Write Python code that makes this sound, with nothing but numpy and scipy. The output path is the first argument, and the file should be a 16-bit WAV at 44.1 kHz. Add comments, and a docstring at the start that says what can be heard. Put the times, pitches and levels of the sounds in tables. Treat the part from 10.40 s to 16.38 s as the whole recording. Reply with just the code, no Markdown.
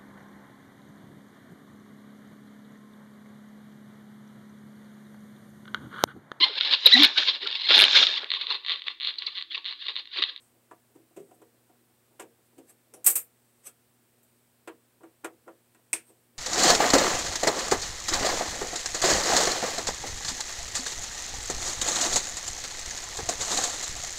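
"""A screwdriver works on a sheet-metal case that sits on a cardboard box in a quiet, carpeted room.
Hand and tool knock the panel into a short, hollow ring, and small steel parts clink brightly.
The tip scrapes in tiny slips, tinks against a screw and snaps into a screw head, ringing the shaft.
Underneath lie faint finger touches, a rustling sleeve and a bed of mains hum and soft hiss."""
import sys
import numpy as np
from scipy import signal
from scipy.fft import rfft, irfft, next_fast_len
from scipy.io import wavfile

SR = 44100
rng = np.random.default_rng(int(sys.argv[2]) if len(sys.argv) > 2 else 0)


def int16_out(signal):
    """Quantize to a 16-bit WAV file."""
    q = np.round(np.clip(np.atleast_2d(signal).T, -1, 1) * 32767)
    wavfile.write(sys.argv[1], SR, q.astype(np.int16))


N = 263718

# panel knocks: t/s, panel level/dB, brightness f/Hz, favoured f/Hz, tick level/dB, second contact t/s
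# (the last is an offset: negative = a graze before, positive = a settling after, 0 = none)
KNOCK_CUES = [(0.3114, -47, 1650, 947, -66, 0), (.553, -52.5, 618, 280, -69, 0.047),
              (.766, -41, 513, 380, -57, 0), (.796, -46.5, 433, 390, -64.5, -0.0013),
              (.91, -54.5, 850, 740, -71, -0.025), (1.017, -52, 1090, 477, -66.5, -0.018),
              (1.294, -59.5, 950, 730, -78, 0.005), (1.7975, -42.5, 2450, 880, -45.5, -.0045),
              (1.819, -47.5, 800, 470, -55.5, 0), (2.182, -47.5, 556, 277, -60.5, -.012),
              (2.538, -51, 850, 496, -58, -0.01), (2.573, -55.5, 650, 635, -75, -0.012),
              (4.2754, -39, 2800, 1002, -53.5, -0.00031), (4.634, -47.5, 1700, 340, -68, -0.027),
              (4.8453, -35, 2400, 338, -42, -.0065), (5.078, -43.5, 1450, 345, -67.5, -0.013),
              (5.348, -62.5, 3470, 1530, -67, 0.041), (5.696, -59.5, 820, 526, -75, -0.011),
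              (5.972, -58, 800, 499, -70, -0.021)]
# small steel parts colliding: t/s, steel level/dB, panel level/dB, favoured panel f/Hz
CLINK_CUES = [(2.644, -34.5, -56, 495), (2.65, -36, -57, 495), (2.6596, -34.5, -55.5, 332),
              (2.6637, -15.5, -44.5, 1160), (2.669, -19, -46.5, 1740), (2.673, -23.5, -41, 340),
              (2.6992, -26.5, -48, 495), (2.7548, -23.5, -55, 645), (2.761, -29.5, -47.5, 1264),
              (3.831, -66, -85, 640)]
# the tip snapping home and rebounding: t/s, tool level/dB, panel level/dB
SNAP_CUES = [(5.531, -25, -41), (5.536, -31.5, -57), (5.5382, -33.5, -58), (5.562, -51, -72)]
# the tip sliding on steel: peak t/s, level/dB, swell/s, fade/s, top treble gain/dB
SCRAPE_CUES = [(.946, -66.5, .008, .008, 9), (2.06, -70, .03, .02, 6), (2.301, -54, 0.016, .006, 5),
               (3.24, -59.5, .005, .013, -10), (3.269, -41.5, 0.0091, 0.0057, 0),
               (5.692, -58.5, .034, .017, 3)]
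# the bit glancing off a screw: t/s, level/dB
TINK_CUES = [(2.5385, -51.5)]
# stretch in which fingers shift on the panel: start t/s, end t/s
TOUCH_SPAN = (0, 2.6)
# sleeve swells as the arm shifts: peak t/s, level/dB, half length/s
SLEEVE_CUES = [(0.027, -66.5, 0.047), (0.846, -72.5, 0.079), (3.174, -74.5, 0.18), (3.92, -78, 0.189),
               (5.65, -74, 0.15)]

# ringing modes of panel, small parts, shaft and bit: f/Hz, relative level/dB, t60/s
PANEL_RING = [(238.9, -21.5, .2), (270, -16, 0.12), (329.6, 2, .16), (383.5, -9, .13), (405.7, -2, 0.16),
              (468, -12.5, 0.3), (500.2, -12, 0.28), (542, -12.5, 0.25), (645.6, -7, 0.17),
              (713, -10.5, 0.24), (755, -3, .13), (933.5, -6, 0.1193), (1007, -2.5, 0.086), (1160, -6, .13),
              (1297, -8.5, .11), (1413, 0.5, 0.063), (1617, -9, .11), (1715, -11.5, .13), (1890, -8, 0.12),
              (2640, -6.5, .08)]
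STEEL_RING = [(7224, -11, .2), (7620, -7, .14), (7950, -6, .15), (8195, -4, .14), (8255, -2, .13),
              (8554, -8, .14), (8776, -4, .15), (9005, -4, .16), (9523, -9, .18), (10201, -11, .14),
              (10541, -6, .14), (10661, -11, .15), (11604, -5, .15), (11891, -6, .14), (12700, -6, .13),
              (13683, -7, .13), (13999, -9, .13), (15191, -14, .13)]
SHAFT_RING = [(2185, -2, 0.028), (2280, -1, .03), (2476, 10.5, 0.026), (2680, 0.5, 0.046),
              (7800, -14, 0.092), (7920, -7, 0.091), (8020, -5, 0.1), (8320, -6, .09), (8900, -14, 0.085),
              (9130, -13, 0.14)]
BIT_RING = [(5480, -5.5, .1), (5750, -9, 0.061), (7516, -4, .08), (8720, -1.5, .08), (9100, 3, 0.079),
            (9520, 1.5, .08), (9900, -16, .12), (11900, -4, .1)]
# tone curves of the dense overtones and noise layers: f/Hz, relative level/dB
PANEL_EQ = [(30, -41.5), (100, -18.5), (160, -10.5), (230, -11), (320, 0), (600, -2), (1000, -3),
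            (1500, -6), (2700, -8), (4300, -13), (16000, -32)]
TICK_EQ = [(40, -61), (300, -25), (2600, -3.5), (4300, -16), (5400, -14), (8200, -0.5), (10500, -12.5),
           (12500, -12), (15700, -21.5)]
STEEL_EQ = [(40, -75), (250, -47), (600, -32.5), (1800, -21), (2600, -17.5), (3200, -23.5), (4500, -23.5),
            (6000, -17), (7000, -9), (8200, 0.5), (9800, -10), (12500, -2), (14000, -8.5), (15700, -11.5)]
SHAFT_EQ = [(40, -59), (250, -22), (900, -34), (1500, -10), (2100, -7), (2480, -2.5), (3000, -10.5),
            (4000, -15.5), (5000, -11), (7200, -7.5), (8400, 4), (10000, -7), (12500, -16.5), (15700, -24)]
SCRAPE_EQ = [(40, -62), (400, -8), (2600, -8.5), (4500, -13.5), (7200, -5), (8400, 9), (9400, -3.5),
             (13000, -7), (15700, -23)]
BIT_EQ = [(300, -49.5), (4800, -29.5), (5500, -6), (7000, -8), (9200, 2.5), (11900, -5), (13000, -20),
          (15700, -24.5)]
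SLEEVE_EQ = [(200, -16), (600, -8), (3000, -32), (6800, -16.5), (8300, -2), (10000, -14), (15700, -20.5)]
HISS_EQ = [(15, -88), (25, -37.5), (91, -12.5), (110, -12.5), (205, -13.5), (234, -5.5), (268, -12.5),
           (447, -12), (485, -12.5), (767, -16.5), (1210, -19.5), (1630, -19.5), (6450, -27), (8450, -25),
           (15700, -22)]
# mains harmonics: f/Hz, level/dB
HUM_PARTIALS = [(120, -76), (240, -77.5), (360, -83)]
# decay of reflections in case and room: f/Hz, t60/s
ROOM_DECAY = [(200, 0.64), (600, 0.27), (2000, 0.24), (8000, 0.17), (15000, 0.23)]

AGE = np.arange(SR // 3) / SR  # time since a hit, in s


def knocks(second_db=-8, second_dulling=.55):
    """Hand and tool bump the panel, often twice; steel meeting steel puts a tick on top."""
    out = np.zeros(N)
    for s, panel_db, bright_hz, focus_hz, tick_db, second_s in KNOCK_CUES:
        thud, rise = bump(bright_hz, focus_hz)
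        tick = unit_hit(shaped(eased(echoes(direct_db=3, life=.43), rise), TICK_EQ))
        add(out, s - rise / 2, amp(panel_db) * thud + amp(tick_db) * tick)
        if second_s:
            thud, rise = bump(second_dulling * bright_hz, focus_hz)
            add(out, s + second_s - rise / 2, amp(panel_db + second_db) * thud)
    return out


def bump(bright_hz, focus_hz):
    """One thud and its attack time: a softer contact is slower and favours its own spot more."""
    softness = 1000 / bright_hz
    rise = .0033 * softness ** 1.05
    return panel(bright_hz, focus_hz, focus_db=7.5 * np.sqrt(softness), rise=rise), rise


def panel(bright_hz, focus_hz, focus_db, rise, ring_db=2.5, bass_limit_hz=250):
    """The sheet rings, most of all in the modes that the struck spot favours."""
    favour = lambda hz: amp(focus_db * np.exp(-(np.log((hz + 1) / focus_hz) / .07) ** 2))
    # a soft, long contact loses the highs; a hard, short one carries little bass
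    bass_hz = min(.14 * bright_hz, bass_limit_hz)
    contact = lambda hz: 1 / np.sqrt((1 + (hz / bright_hz) ** 5) * (1 + (bass_hz / (hz + 1)) ** 4))
    wash = unit_hit(shaped(eased(echoes(direct_db=-2, life=.56), rise), PANEL_EQ))
    ring = eased(ringing(PANEL_RING, scatter_db=3), rise + .00064)
    return unit_hit(coloured(wash + amp(ring_db) * ring, lambda hz: favour(hz) * contact(hz)))


def clinks(rise=.0006):
    """Small steel parts strike and bounce, ringing high; being light, they give the panel little bass."""
    out = np.zeros(N)
    for s, steel_db, panel_db, focus_hz in CLINK_CUES:
        ring = eased(ringing(STEEL_RING, scatter_db=3), rise)
        clash = unit_hit(shaped(eased(echoes(direct_db=-6, life=.7), rise), STEEL_EQ))
        jolt = panel(5000, focus_hz, focus_db=13, rise=rise, ring_db=12, bass_limit_hz=450)
        add(out, s - rise / 2, amp(steel_db) * (clash + amp(-6.5) * ring) + amp(panel_db) * jolt)
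    return out


def snaps():
    """The tip drops into the screw head with a clack, ringing the shaft and jolting the panel."""
    out = np.zeros(N)
    for s, tool_db, panel_db in SNAP_CUES:
        clack = unit_hit(shaped(echoes(direct_db=.5, life=.76), SHAFT_EQ))
        ring = eased(ringing(SHAFT_RING, scatter_db=5), rise=.00017)
        tool = unit_hit(clack + amp(-3.5) * ring)
        jolt = panel(bright_hz=2200, focus_hz=340, focus_db=3, rise=.00124)
        add(out, s, amp(tool_db) * tool + amp(panel_db) * jolt)
    return out


def scrapes(slips_per_s=4500):
    """The sliding tip catches in a grain of tiny slips, loudest at the peak of the stroke."""
    out = np.zeros(N)
    lead = AGE[-1] / 2
    for s, db, swell, fade, treble_db in SCRAPE_CUES:
        stroke = np.exp(np.minimum((AGE - lead) / swell, (lead - AGE) / fade))
        slips = (rng.random(len(AGE)) < slips_per_s / SR) * rng.standard_normal(len(AGE)) * stroke
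        rasp = signal.fftconvolve(slips, echoes(direct_db=-6.5, life=.54))[:len(AGE)]
        colour = lambda hz: amp(along(SCRAPE_EQ, hz) + treble_db * along([(8500, 0), (12500, 1)], hz))
        add(out, s - lead, amp(db) * unit_hit(coloured(rasp, colour)))
    return out


def tinks():
    """A glancing touch on a screw rings the bit alone."""
    out = np.zeros(N)
    for s, db in TINK_CUES:
        ring = eased(ringing(BIT_RING, scatter_db=.5), rise=.00032)
        click = unit_hit(shaped(echoes(direct_db=-3, life=.75), BIT_EQ))
        add(out, s, amp(db) * (click + amp(-5.5) * ring))
    return out


def touches(per_s=7, level_db=-67.5, scatter_db=2, bright_hz=647):
    """Fingertips brush the panel faintly, at random moments and spots."""
    out = np.zeros(N)
    for slot in np.arange(*TOUCH_SPAN, 1 / per_s):
        force, spot = rng.standard_normal(2)
        thud, _ = bump(bright_hz, focus_hz=bright_hz * np.exp(.3 * spot))
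        add(out, slot + rng.random() / per_s, amp(level_db + scatter_db * force) * thud)
    return out


def sleeve(steady_db=-77):
    """Cloth rustles steadily with the turning wrist and swells when the arm shifts."""
    t = np.arange(N) / SR
    swell_power = sum((amp(db) * np.exp(-((t - s) / half) ** 2 / 2)) ** 2 for s, db, half in SLEEVE_CUES)
    rustle = unit(shaped(rng.standard_normal(N), SLEEVE_EQ))
    return np.sqrt(amp(steady_db) ** 2 + swell_power) * rustle


def hum():
    """The mains lay a low, steady drone under the action."""
    t = np.arange(N) / SR
    return sum(amp(db) * np.sqrt(2) * np.sin(2 * np.pi * (hz * t + rng.random()))
               for hz, db in HUM_PARTIALS)


def hiss(level_db=-67.5):
    """A soft, even bed of noise."""
    return amp(level_db) * unit(shaped(rng.standard_normal(N), HISS_EQ))


def ringing(modes, scatter_db):
    """Damped modes start from rest, at new strengths each hit; neighbours swing in opposite polarity."""
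    hz, db, t60 = np.transpose(modes)[:, :, None]
    envelope = amp(db + scatter_db * rng.standard_normal(hz.shape) - 60 * AGE / t60)
    polarity = (-1) ** np.arange(len(hz))[:, None]
    return unit_hit(np.sum(polarity * envelope * np.sin(2 * np.pi * hz * AGE), axis=0))


def echoes(direct_db, life):
    """A sharp crack, then case and room reflections, longest in the bass; life scales their decay time."""
    hz, t, noise = signal.stft(rng.standard_normal(len(AGE)), SR, nperseg=256)
    t60 = life * along(ROOM_DECAY, hz)[:, None]
    tail = signal.istft(noise * amp(-60 * t / t60), SR, nperseg=256)[1][:len(AGE)]
    crack = rng.standard_normal(len(AGE)) * amp(-60 * AGE / .0034)
    return unit_hit(tail) + amp(direct_db) * unit_hit(crack)


def eased(x, rise):
    """Round off a hit's attack over rise seconds and normalise it."""
    return unit_hit(x * (1 - np.exp(-AGE / max(rise, 1e-4))))


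def shaped(x, curve):
    """EQ with a curve of (f/Hz, level/dB) points."""
    return coloured(x, lambda hz: amp(along(curve, hz)))


def coloured(x, gain):
    """Minimum-phase EQ following gain(hz), so nothing rings ahead of an attack."""
    size = 2 * next_fast_len(len(x) // 2 + 4096)
    hz = np.fft.rfftfreq(size, 1 / SR)
    cepstrum = irfft(np.log(np.maximum(gain(hz), 1e-6)))
    cepstrum[1:size // 2] *= 2
    cepstrum[size // 2 + 1:] = 0
    return irfft(rfft(x, size) * np.exp(rfft(cepstrum)))[:len(x)]


def along(points, hz):
    """Read (f/Hz, value) points on a log frequency axis."""
    freqs, values = np.transpose(points)
    return np.interp(np.log(hz + 1), np.log(freqs), values)


def amp(db):
    """Decibels to gain."""
    return 10 ** (np.asarray(db) / 20)


def unit(x):
    """Scale to rms 1."""
    return x / np.sqrt(np.mean(x ** 2) + 1e-20)


def unit_hit(x):
    """Scale a hit to the energy of rms 1 held for 20 ms."""
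    return x / np.sqrt(np.sum(x ** 2) / (SR / 50) + 1e-20)


def add(track, s, sound):
    """Mix a sound into the track from time s on."""
    part = track[max(round(s * SR), 0):][:len(sound)]
    part += sound[:len(part)]


def scene():
    """Mono mix of the handwork over its quiet bed."""
    handwork = knocks() + touches() + tinks() + clinks() + snaps() + scrapes()
    return (handwork + hiss() + hum() + sleeve())[None]


def record(dry):
    """A steep low-pass trims the very top."""
    top_hz = 15800
    size = next_fast_len(N + SR // 2)
    lowpass = 1 / np.sqrt(1 + (np.fft.rfftfreq(size, 1 / SR) / top_hz) ** 400)
    return irfft(rfft(dry, size) * lowpass, size)[:, :N]


dry = scene()
out = record(dry)
int16_out(out)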